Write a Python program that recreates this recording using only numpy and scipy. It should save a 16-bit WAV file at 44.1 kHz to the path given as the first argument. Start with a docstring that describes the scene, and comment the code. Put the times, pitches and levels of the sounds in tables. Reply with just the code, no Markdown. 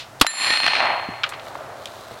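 """A far crack dies away over faint air noise; a gun click, then one revolver shot from behind a wooden
stage front on an open range overloads the microphone. The bullet rings a steel plate (decaying modes);
the report rolls back from field, tree line and far hills (scattered, coloured impulses) while the gain
control recovers. Later come a step back, sharp cracks from further along the range (noise bursts),
and the shooter's clicks, rustle and last step."""
import sys
import numpy as np
from scipy import signal
from scipy.io import wavfile
from scipy.ndimage import uniform_filter1d, minimum_filter1d

SR = 44100
rng = np.random.default_rng(int(sys.argv[2]) if len(sys.argv) > 2 else 0)


def wav_out(sig):
    """Save sig, one row per channel (or a flat mono array), as 16-bit PCM at SR to the path in sys.argv[1]."""
    wavfile.write(sys.argv[1], SR, np.round(np.clip(np.atleast_2d(sig).T, -1, 1) * 32767).astype(np.int16))


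N = 97020
SHOT_S = 0.2130


def amp(db):
    """Decibel law: 20 dB is a factor of ten in amplitude."""
    return 10 ** (np.asarray(db) / 20)


def decay(t, t60):
    """Exponential damping: the level falls by 60 dB in t60 seconds."""
    return np.exp(-np.log(1000) * t / t60)


def unit(x):
    """Power normalisation: scale to an rms of 1."""
    return x / np.sqrt(np.mean(x ** 2) + 1e-20)


def level(points):
    """Envelope: gain over the whole scene, linear in dB between (time_s, level_db) points."""
    times_s, levels_db = np.transpose(points)
    return amp(np.interp(np.arange(N) / SR, times_s, levels_db))


def add(mix, s, sound):
    """Superposition: sum a sound into the mix from s seconds, trimmed to the scene."""
    at = round(s * SR)
    sound = sound[max(-at, 0):]
    part = mix[max(at, 0):][:len(sound)]
    part += sound[:len(part)]


def colour(x, points, tilt_db=0):
    """Minimum-phase filtering: unit-energy response through the points, treble tilted per octave."""
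    size, tilt_from_hz = 4096, 400
    octave = np.log2(abs(np.fft.fftfreq(size, 1 / SR)) + 1)
    f, db = np.transpose(points)
    gain_db = np.interp(octave, np.log2(f + 1), db)
    gain_db = gain_db + tilt_db * np.maximum(octave, np.log2(tilt_from_hz))
    # the Hilbert transform of the log gain supplies the minimum phase
    spectrum = np.exp(np.conj(signal.hilbert(np.log(amp(gain_db)))))
    taps = np.fft.ifft(spectrum).real[:size // 2]
    return signal.oaconvolve(x, taps / np.linalg.norm(taps))[:len(x)]


def burst(points, db, t60, tilt_db=0, snap=0):
    """Damped impulsive noise: led by a shock front of height snap, then coloured."""
    t = np.arange(SR // 2) / SR
    puff = rng.choice([-1., 1.], len(t)) * decay(t, t60)
    puff += snap * (t == 0)
    return amp(db) * colour(puff, points, tilt_db)


def scatter(points, per_s, spread_db):
    """Diffuse scattering: countless small arrivals of uneven size, bunched into clumps; rms 1."""
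    clump_db, clump_s = 1.08, 0.0046
    window = np.hanning(int(2 * clump_s * SR))
    clumps = unit(signal.oaconvolve(rng.standard_normal(N), window, "same"))
    uneven_db = spread_db * np.minimum(rng.exponential(1, N), 4)
    size = amp(uneven_db + clump_db * np.clip(clumps, -2, 2))
    sign = rng.choice([-1., 1.], N)
    arrives = rng.random(N) < per_s / SR
    return unit(colour(size * sign * arrives, points))


def open_air():
    """Stationary random noise: white noise shaped by a fixed spectrum."""
    # spectrum of the background air: frequency_hz, relative_gain_db
    air_colour = [(20, -28), (45, -16.5), (90, -8), (125, -0.5), (170, -17), (280, -11.5), (420, -14),
                  (650, -5), (1000, -9.5), (1600, -13), (2400, -20), (4000, -24.5), (7000, -28),
                  (11000, -35), (16000, -49.5)]
    return amp(-43.5) * colour(rng.standard_normal(N), air_colour)


def shooter():
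    """Contact and friction noise: gun clicks and boot steps as bursts, a rustle as scattered impulses."""
    # faint rustle: time_s, level_db
    rustle_level = [(1.2, -85), (1.47, -47), (1.7, -60.5), (1.83, -50.5), (1.95, -48.5), (2.2, -51.5)]
    # rustle spectrum: frequency_hz, relative_gain_db
    rustle_colour = [(1500, -24), (3000, -1), (4000, 3.5), (5000, -5), (8000, -10), (15000, -16.5)]
    # metal clicks of the gun: start_s, level_db, t60_s, tilt_db_per_octave
    gun_clicks = [(.1986, -32.5, 0.036, -2), (1.291, -34.5, 0.078, 4), (1.857, -23.5, 0.016, -5),
                  (1.870, -35, 0.054, -11)]
    # click spectrum: frequency_hz, relative_gain_db
    click_colour = [(20, -80), (800, -52), (2000, -10), (3500, 8), (5500, -1), (7800, 0.5), (11000, -6),
                    (16000, -22)]
    # boot steps: start_s, level_db, t60_s, tilt_db_per_octave
    boot_steps = [(1.087, -24.5, 0.047, -3), (1.115, -42, 0.13, 2), (2.11, -37, 0.19, 12.5)]
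    # step spectrum: frequency_hz, relative_gain_db
    step_colour = [(30, -9), (70, -2), (140, 3.5), (320, 5.5), (500, -1), (1200, -29), (4000, -58),
                   (12000, -94)]
    out = level(rustle_level) * scatter(rustle_colour, per_s=2300, spread_db=3.5)
    for s, db, t60, tilt_db in gun_clicks:
        add(out, s, burst(click_colour, db, t60, tilt_db, snap=2.8))
    for s, db, t60, tilt_db in boot_steps:
        add(out, s, burst(step_colour, db, t60, tilt_db))
    return out


def cracks():
    """Distant impulses: thin reports from further along the range, and their reflections, as bursts."""
    # reports and reflections: start_s, level_db, t60_s, tilt_db_per_octave
    far_reports = [(-.004, -30, 0.19, 7), (1.2347, -11.5, 0.014, -1), (1.238, -12, 0.049, -2.5),
                   (1.263, -28.5, 0.066, -3), (1.322, -27, .04, -10), (1.3359, -29.5, 0.065, -1.5),
                   (1.396, -31, 0.028, -1)]
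    # crack spectrum: frequency_hz, relative_gain_db
    crack_colour = [(200, -51), (700, -40), (1200, 4), (1650, -3.5), (2500, 4), (4000, -1.5), (5500, -13),
                    (7500, -25), (11000, -42), (16000, -54)]
    out = np.zeros(N)
    for s, db, t60, tilt_db in far_reports:
        add(out, s, burst(crack_colour, db, t60, tilt_db))
    return out


def echoes():
    """Delayed reflection: diffuse returns from ever further and duller ground, with clear slaps."""
    # diffuse return of the field: time_s, level_db
    field_level = [(.23, -17), (.30, -11.5), (.35, -10.5), (.44, -10), (.52, -16.5), (.60, -25),
                   (.68, -22.5), (.78, -23), (.9, -38.5), (1.05, -61), (1.3, -69)]
    # field spectrum: frequency_hz, relative_gain_db
    field_colour = [(25, -35), (100, -19), (280, -10.5), (450, -13.5), (800, -0.5), (1500, -1), (2600, 3),
                    (3400, -3.5), (4200, -1.5), (5500, -15), (7000, -25.5), (9000, -35), (14000, -55)]
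    # diffuse return of the tree line: time_s, level_db
    trees_level = [(.58, -59), (.67, -52), (.76, -26), (.84, -19.5), (.92, -21.5), (1.0, -27.5),
                   (1.1, -32.5), (1.2, -37), (1.35, -37.5), (1.6, -66), (2.2, -57)]
    # tree-line spectrum: frequency_hz, relative_gain_db
    trees_colour = [(25, -38), (120, -29.5), (280, -18), (450, -17), (680, 2), (900, 1), (1400, -6),
                    (2000, -4.5), (2600, -8), (3400, -16), (4300, -22.5), (5500, -38), (8000, -60)]
    # diffuse return of the far hills: time_s, level_db
    hills_level = [(1.0, -70), (1.25, -43), (1.4, -40.5), (1.55, -36.5), (1.7, -36.5), (1.85, -41),
                   (2.0, -42.5), (2.2, -41.5)]
    # hill spectrum: frequency_hz, relative_gain_db
    hills_colour = [(25, -42), (120, -21), (300, -10.5), (450, -5), (620, 2.5), (900, -6.5), (1300, -5),
                    (2000, -17.5), (3000, -26), (5000, -33), (12000, -71)]
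    # single clear echoes: start_s, level_db, dullness (0 field colour to 1 tree colour)
    slaps = [(0.2468, 4.5, 1), (0.3385, 0, 0.8), (0.5048, -1, 0), (0.5382, -6, 0), (0.5728, -6.5, 0.01),
             (0.602, -8, 0), (.633, -8, 0), (0.643, -7, 0), (0.6625, -15.5, 0.12), (.665, -6.5, 0),
             (.677, -7, 0.08), (0.679, -11, 0.02), (0.682, -6, 0.02), (0.697, -17, 0.1), (0.7012, -20, 0.2),
             (0.7341, -7, 0.6), (.737, -18, 1), (0.7531, -9, 0.24), (0.768, -15.5, 0), (.787, -17.5, 0),
             (.804, -12.5, 0.4), (.827, -13.5, 1), (.856, -10, 0.86), (.906, -14, 0.98), (1.468, -25, 1),
             (1.554, -20.5, 1.)]

    t = np.arange(N) / SR
    field = level(field_level) * scatter(field_colour, per_s=4000, spread_db=3)
    trees = level(trees_level) * scatter(trees_colour, per_s=4000, spread_db=3)
    hills = level(hills_level) * scatter(hills_colour, per_s=15000, spread_db=1)
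    out = field * (t > SHOT_S)
    out += trees * (t > trees_level[0][0])
    out += hills * (t > hills_level[0][0])
    for s, db, dull in slaps:
        dull = np.clip(dull, 0, 1)
        bright_slap = burst(field_colour, db, t60=0.011, snap=1.2)
        dull_slap = burst(trees_colour, db, t60=0.013, tilt_db=-2.5)
        add(out, s, np.sqrt(1 - dull) * bright_slap + np.sqrt(dull) * dull_slap)
    return out


def plate():
    """Modal vibration: the bullet splatters on steel; damped modes ring, close pairs beating."""
    # mode frequencies of the plate: frequency_hz
    modes_hz = [1798, 1803, 2509, 2832, 4057, 4236.3, 4270, 7234, 7260, 8546, 8730, 10709, 10734, 11022,
                14126]
    # ringing of each mode, in the same order: level_db, t60_s, swell_s
    # (some modes only grow as the struck plate swings round)
    ringing = [(-15.5, 1.82, 0.0015), (-2, 0.29, 0.0018), (-10.5, 1.22, 0.094), (-14, 1.1, 0.35),
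               (7, 0.12, 0.0015), (1, 1.18, 0.21), (3.5, 0.65, 0.19), (2.5, 0.22, 0.0006),
               (6.5, 0.43, 0.091), (-3.5, 0.53, 0.23), (-17, 0.97, 0.067), (-5, 0.26, .001),
               (6.5, 0.39, 0.21), (-5.5, 0.54, 0.12), (-25, 0.66, .2)]
    # splatter spectrum: frequency_hz, relative_gain_db
    splat_colour = [(180, -58), (300, -38), (1370, -2), (3790, -5.5), (6100, -13), (6730, -16.5),
                    (11000, -25), (15000, -36)]
    hit_s = 0.2665
    out, t = np.zeros(N), np.arange(N) / SR
    add(out, hit_s, burst(splat_colour, db=19, t60=0.0097))
    for hz, (db, t60, swell) in zip(modes_hz, ringing):
        envelope = (1 - np.exp(-t / swell)) * decay(t, t60)
        add(out, hit_s, amp(db) * envelope * np.sin(2 * np.pi * hz * t))
    # one tone that swells briefly in the ringing
    ping_s, ping_width_s, ping_hz = 0.52, 0.025, 1846
    ping_envelope = np.exp(-((t - ping_s) / ping_width_s) ** 2)
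    return out + amp(-15.5) * ping_envelope * np.sin(2 * np.pi * ping_hz * t)


def shot():
    """Blast wave: a pressure push, a short low boom, and a noisy spray of near reflections."""
    # muzzle blast spectrum: frequency_hz, relative_gain_db
    shot_colour = [(40, -16), (170, -26.5), (280, -6), (440, -16.5), (900, -3), (1250, 2), (2200, -9),
                   (2650, -4), (4400, -5.5), (6000, -18), (9000, -16), (15000, -35)]
    leak_lead_s, push_s, boom_hz, blast_t60_s = 0.00171, 0.0026, 271, 0.073
    out, t = np.zeros(N), np.arange(SR // 4) / SR
    push = amp(10) * (1 - t / push_s) * np.exp(-t / push_s)
    boom = amp(10) * np.sin(2 * np.pi * boom_hz * t) * decay(t, t60=0.032)
    # sound through the boards arrives just ahead
    add(out, SHOT_S - leak_lead_s, burst(shot_colour, -17.5, blast_t60_s))
    add(out, SHOT_S, boom - push)
    add(out, SHOT_S, burst(shot_colour, 10, blast_t60_s))
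    add(out, SHOT_S, burst(shot_colour, 0, t60=0.24, tilt_db=-2.0))  # longer, duller tail
    return out


def scene():
    """Linear superposition of all the sources at the microphone."""
    return (open_air() + shooter() + cracks() + echoes() + plate() + shot())[None]


def record(dry):
    """Dynamic compression: gain dives too late for the blast, holds, recovers; clipping, band limit."""
    limit_db, duck_max_db, ceiling = -4, 25.5, 0.74
    attack_s, hold_s, release_s = 0.0098, 0.062, 0.12
    hiss_db, edge_hz = -60, 16200
    x, t = dry[0], np.arange(N) / SR
    power_db = 10 * np.log10(abs(uniform_filter1d(x ** 2, size=128)) + 1e-12)
    over_db = np.clip(4 * (power_db - limit_db), 1e-6, duck_max_db)
    # hold the largest reduction of the last hold_s
    hold = int(hold_s * SR) // 2 * 2 + 1
    held = -minimum_filter1d(-over_db, hold, origin=hold // 2)
    # the reduction in dB then decays exponentially
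    release = t / release_s
    released = np.exp(np.maximum.accumulate(np.log(held) + release) - release)
    # a one-pole lag makes the attack late
    r = np.exp(-1 / (attack_s * SR))
    duck_db = signal.lfilter([1 - r], [1, -r], released)
    y = np.clip(x * amp(-duck_db), -ceiling, ceiling)
    y = y + amp(hiss_db) * rng.standard_normal(N)  # preamplifier hiss
    lowpass = signal.firwin(511, edge_hz, window=("kaiser", 9), fs=SR)
    return signal.oaconvolve(y, lowpass, "same")[None]


dry = scene()
out = record(dry)
wav_out(out)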